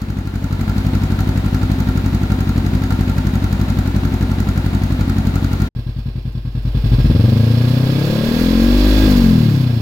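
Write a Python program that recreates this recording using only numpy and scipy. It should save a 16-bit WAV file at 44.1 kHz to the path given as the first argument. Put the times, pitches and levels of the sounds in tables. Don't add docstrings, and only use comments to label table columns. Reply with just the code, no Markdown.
import sys
import numpy as np
from scipy import signal
from scipy.fft import rfft, irfft, next_fast_len
from scipy.io import wavfile

SR = 44100
rng = np.random.default_rng(int(sys.argv[2]) if len(sys.argv) > 2 else 0)


def dump_mix(stems):
    frames = np.atleast_2d(stems).T
    limited = np.clip(frames, -1, 1)
    pcm = np.round(limited * 32767).astype(np.int16)
    wavfile.write(sys.argv[1], SR, pcm)


N = 432621
TIME = np.arange(N) / SR
FFT_SIZE = next_fast_len(N + SR)
HZ = np.fft.rfftfreq(FFT_SIZE, 1 / SR)
SHOP_END_S, YARD_START_S, THROTTLE_SHUT_S = 5.69, 5.75, 9.07


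def gain_of(db):
    return 10 ** (np.asarray(db) / 20)


def unit_rms(x):
    return x / np.sqrt(np.mean(x ** 2) + 1e-20)


def automation(rows):
    seconds, *columns = np.transpose(rows)
    return [np.interp(TIME, seconds, column) for column in columns]


def spectrum(points):
    hz, value = np.transpose(points)
    return np.interp(np.log(HZ + 1), np.log(hz + 1), value)


def filtered(x, response):
    return irfft(rfft(x, FFT_SIZE) * response, FFT_SIZE)[..., :N]


def ringing(modes, order=1):
    return sum(gain_of(db) * (1j * HZ * width / (hz ** 2 - HZ ** 2 + 1j * HZ * width)) ** order
               for hz, width, db in modes)


def below(hz, order=8):
    return 1 / (1 + (HZ / hz) ** order)


def above(hz):
    return 1 - below(hz)


def levelled(x, cycles):
    def in_window(total):
        return np.interp(cycles + 1.5, cycles, total) - np.interp(cycles - 1.5, cycles, total)
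    return x / np.sqrt(in_window(np.cumsum(x ** 2)) / in_window(np.arange(N)) + 1e-16)


def strokes(cycles, phase, spread_db, jitter):
    whole = np.arange(np.floor(cycles[0]), cycles[-1] + 1)
    size, slip = rng.standard_normal((len(whole), 2)).T
    at = np.interp(whole + phase + jitter * slip, cycles, np.arange(N), left=-1, right=-1).astype(int)
    return np.bincount(at[at >= 0], gain_of(spread_db * size[at >= 0]), N)


def bursts(impulses, rise_s, fall_s):
    t = np.arange(SR // 8) / SR
    shape = (1 - np.exp(-t / rise_s)) ** 2 * np.exp(-t / fall_s)
    return unit_rms(signal.oaconvolve(impulses, shape)[:N])


# frequency in Hz, left-right likeness from 0 (wide) to 1 (mono).
STEREO_LIKENESS = [(100, 1), (400, 0.8), (800, 0.58), (1600, 0.04), (4000, 0.29), (15000, 0.4)]

def hiss(colour, lag_s=0):
    left, other = rfft(rng.standard_normal((2, FFT_SIZE)))
    likeness = np.clip(spectrum(STEREO_LIKENESS), 0, 1)
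    right = likeness * left * np.exp(-2j * np.pi * HZ * lag_s) + np.sqrt(1 - likeness ** 2) * other
    return unit_rms(irfft(np.array([left, right]) * abs(colour), FFT_SIZE)[:, :N])


# pitch in Hz, width in Hz, relative level in dB.
SHOP_PIPE_MODES = [(52.5, 10.2, 8.5), (93.5, 12, 3), (142, 24.5, -5), (209, 290, -56.5), (490, 110, -46)]
SHOP_ROOM_MODES = [(195.5, 53.5, -6.5), (219.6, 7.8, -4), (256.2, 13.3, 0.5), (272.4, 19.6, -7.5),
                   (360.3, 16, -20)]

def idle_exhaust(firing, cycles):
    colour = ringing(SHOP_PIPE_MODES) + ringing(SHOP_ROOM_MODES, order=2)
    note = levelled(filtered(firing, colour * above(48.6) * below(310, order=6)), cycles)
    flutter = hiss(colour * above(117) * below(360, order=4)) * bursts(firing, rise_s=.005, fall_s=.06)
    return note + gain_of(-11) * flutter


# frequency in Hz, relative level in dB.
SHOP_RUSH_EQ = [(210, -14), (350, 1), (385, -8), (467, -10), (899, -10.5), (1120, -14.5), (1360, -15.5),
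                (1940, -16.5), (3230, -22), (3920, -20), (5840, -32), (6640, -32.5), (8710, -36),
                (11600, -37), (16000, -32)]

def idle_rush(pulses):
    puffs = bursts(pulses, rise_s=.0012, fall_s=.0076)
    return hiss(gain_of(spectrum(SHOP_RUSH_EQ)), lag_s=.00017) * (gain_of(4) + gain_of(-13) * puffs)


# frequency in Hz, relative level in dB.
VALVE_TICK_EQ = [(600, -29), (1400, 7), (2200, 4.5), (3200, -15), (4400, 6), (5500, -2.5), (6600, -0.5),
                 (9000, -9), (11500, -4), (15500, -2.5)]
# pitch in Hz, width in Hz, relative level in dB.
HEAD_MODES = [(760, 17, 2.5), (894, 15, 2), (1360, 124, 0.5), (3800, 150, -17.5), (6500, 140, -16.5)]

def valve_clatter(cycles):
    tick = strokes(cycles, phase=-.028, spread_db=1.1, jitter=.004)
    closings = strokes(cycles, phase=-.219, spread_db=5, jitter=.0036)
    closings += strokes(cycles, phase=.231, spread_db=-.5, jitter=.0042)
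    clicks = gain_of(-8.5) * hiss(gain_of(spectrum(VALVE_TICK_EQ)), lag_s=.000153)
    clicks *= bursts(tick + .19 * closings, rise_s=.0031, fall_s=.0029)
    knocks = hiss(below(7800), lag_s=.00014) * bursts(tick + .41 * closings, rise_s=.0014, fall_s=.007)
    return clicks + gain_of(-3.5) * unit_rms(filtered(knocks, ringing(HEAD_MODES)))


def walls(x, t60_s):
    t = np.arange(SR // 2) / SR
    tail = rng.standard_normal((2, len(t))) * gain_of(-60 * t / t60_s) * (t > .004)
    return signal.oaconvolve(x, tail / np.linalg.norm(tail[0]), axes=1)[:, :N]


# time in seconds, four-stroke cycles a second.
IDLE_SPEED = [(0, 11.79), (1.33, 11.769), (2.086, 11.592), (3.458, 11.585), (4.108, 11.334),
              (4.578, 11.551), (5.7, 11.447)]
# frequency in Hz, left minus right in dB.
SHOP_PAN = [(60, 1.1), (200, 1.4), (380, 0), (1300, 1.5), (2400, -.6), (15000, .3)]

def workshop():
    cycles = .8 + np.cumsum(automation(IDLE_SPEED)[0]) / SR
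    first = strokes(cycles, phase=-.2134, spread_db=1, jitter=.0074)
    second = strokes(cycles, phase=.0302, spread_db=.5, jitter=.0056)
    exhaust = idle_exhaust(first + gain_of(.5) * second, cycles)
    rush = idle_rush(first + .079 * second)
    clatter = valve_clatter(cycles)
    top_end = rush + clatter + gain_of(-6) * walls(clatter, t60_s=.53)
    swell = gain_of(np.interp(TIME, [.26, .81], [-6, 0]))
    mix = swell * (gain_of(-15.5) * exhaust + gain_of(-35) * top_end)
    fade_out = np.clip((SHOP_END_S - TIME) / .016, 0, 1)
    return filtered(mix, gain_of(spectrum(SHOP_PAN) * [[.5], [-.5]])) * fade_out


def rev_firing(cycles, speed, throttle):
    high_revs = np.clip((speed - 33) / 7, 0, 1)
    gap_cycles = .236 - (.036 + .034 * throttle) * high_revs
    first = strokes(cycles, phase=-.21, spread_db=.8, jitter=.0008)
    second = strokes(cycles - gap_cycles, phase=-.21, spread_db=.6, jitter=.0008)
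    return first + gain_of(-.5) * second


# pitch in Hz, width in Hz, relative level in dB.
SILENCER_MODES = [(49.55, 5.8, 10.5), (86.4, 17.5, -1), (112.6, 15, 5.5), (223, 34.3, -6), (330, 81, -8.5)]
# low and high edge in Hz, relative level in dB,
# dB added at full throttle, dB added per doubling of speed.
SILENCER_REGISTERS = [(25, 72, 1, 9.5, -5), (67.5, 200, 3.5, -3, -1), (160, 275, -6, 1.5, 5.5),
                      (270, 296, -17, 15.5, 5.5)]

def silencer(firing, speed, throttle):
    colour = ringing(SILENCER_MODES) * above(40.2)
    octaves_over_idle = np.log2(speed / 10)
    return sum(gain_of(db + load_db * throttle + speed_db * octaves_over_idle)
               * filtered(firing, colour * below(high_hz) * above(low_hz))
               for low_hz, high_hz, db, load_db, speed_db in SILENCER_REGISTERS)


# pitch in Hz, width in Hz, relative level in dB.
TAILPIPE_MODE = [(479, 280, 0.5)]

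def tailpipe_bark(firing):
    return filtered(firing, ringing(TAILPIPE_MODE, order=2) * below(645) * above(320))


def pulse_buzz(firing, cycles, throttle):
    return gain_of(-14 + 3 * throttle) * levelled(filtered(firing, below(1450) * above(700)), cycles)


# frequency in Hz, relative level in dB.
YARD_RUSH_EQ = [(300, 5), (750, -6), (1100, -9.5), (1900, -13.5), (2600, -11), (4300, -16.5), (5400, -15.5),
                (6000, -29), (8500, -28), (11500, -27), (16000, -27)]

def turbulence(puffs):
    flutter = hiss(below(350, order=6) * above(90)) * puffs
    rush = hiss(gain_of(spectrum(YARD_RUSH_EQ)), lag_s=-.00016) * (.74 + .22 * puffs)
    return flutter, rush


# pitch in Hz, width in Hz, relative level in dB.
METAL_MODES = [(1060, 110, 2), (1624, 58, 4), (2584, 120, -9), (3476, 140, -2), (4160, 630, -6),
               (4700, 120, -5.5)]

def shell_rasp(firing, cycles, throttle):
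    t = np.arange(SR // 16) / SR
    scatter = rng.standard_normal((2, len(t))) * np.exp(-t / .023)
    echoes = signal.oaconvolve(firing[None], scatter, axes=1)[:, :N]
    shell = filtered(echoes, abs(ringing(METAL_MODES) * below(4700) * above(1040)))
    return gain_of(-8.5 + 6 * throttle) * np.array([levelled(side, cycles) for side in shell])


def engine_clatter(cycles, puffs, throttle):
    valves = strokes(cycles, phase=-.031, spread_db=4, jitter=.0086)
    valves += strokes(cycles, phase=.43, spread_db=2.5, jitter=.01)
    ring = hiss(ringing(METAL_MODES, order=2), lag_s=-.00016) * (.6 + .35 * puffs)
    ticks = hiss(gain_of(spectrum(VALVE_TICK_EQ)), lag_s=-.000162)
    ticks *= bursts(valves, rise_s=.0031, fall_s=.015)
    return gain_of(-7 - 13 * throttle) * ring + gain_of(-10) * ticks


# time in seconds, four-stroke cycles a second.
REV_SPEED = [(5.75, 9.497), (6.001, 10.49), (6.632, 9.87), (6.82, 11.092), (7.374, 27.379), (7.956, 33.429),
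             (8.264, 38.044), (8.767, 49.578), (9.035, 53.133), (9.568, 33.292), (9.81, 27.025)]
# time in seconds, opening from 0 to 1.
REV_THROTTLE = [(6.5, 0), (7.1, 0.6), (7.45, 0), (8.2, 0.75), (9.05, 1)]
# time in seconds, then gain in dB for exhaust note, bark and top end.
REV_FADERS = [(5.75, -22, -57, -48), (6.5, -22, -59, -49), (6.93, -11, -43, -36.5),
              (7.15, -9.5, -29.5, -36), (7.7, -12.5, -33, -34), (8.25, -17, -25.5, -31.5),
              (8.65, -10.5, -29.5, -31), (9.05, -10, -29, -28.5), (9.3, -9, -32, -33),
              (9.81, -15.5, -51, -39)]
# frequency in Hz, left minus right in dB.
YARD_PAN = [(60, 1), (110, 1.0), (200, 3.5), (380, 1), (700, 0), (1290, -4), (2380, -8.5), (4400, -12.5),
            (8120, 0), (15000, -10.5)]

def yard():
    speed, = automation(REV_SPEED)
    throttle = np.clip(automation(REV_THROTTLE)[0], 0, 1) * (TIME < THROTTLE_SHUT_S)
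    note_db, bark_db, top_db = automation(REV_FADERS)
    thump_db = 3 * np.exp(-abs(TIME - THROTTLE_SHUT_S) / .027) * (TIME >= THROTTLE_SHUT_S)
    cycles = np.cumsum(speed) / SR - .003 * speed
    cycles += .65 - cycles[round(YARD_START_S * SR)]
    firing = rev_firing(cycles, speed, throttle)
    note = gain_of(note_db + thump_db) * levelled(silencer(firing, speed, throttle), cycles)
    bark = gain_of(bark_db + thump_db) * levelled(tailpipe_bark(firing), cycles)
    buzz = pulse_buzz(firing, cycles, throttle)
    puffs = levelled(bursts(firing, rise_s=.002, fall_s=.013) + 1e-3, cycles)
    flutter, rush = turbulence(puffs)
    rasp = shell_rasp(firing, cycles, throttle)
    top_end = gain_of(7.5) * rush + buzz + rasp + engine_clatter(cycles, puffs, throttle)
    mix = note + bark + gain_of(note_db - 23) * flutter + gain_of(top_db) * top_end
    cut_in = np.clip((TIME - YARD_START_S) / .00036, 0, 1)
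    return filtered(mix, gain_of(spectrum(YARD_PAN) * [[.5], [-.5]])) * cut_in


def scene():
    return workshop() + yard() + gain_of(-76) * hiss(below(90, order=2))


def record(dry):
    clipped = dry / (1 + dry ** 8) ** (1 / 8)
    low_pass = signal.firwin(511, 16000, window=("kaiser", 9), fs=SR)
    return signal.oaconvolve(clipped, low_pass[None], "same")


dry = scene()
out = record(dry)
dump_mix(out)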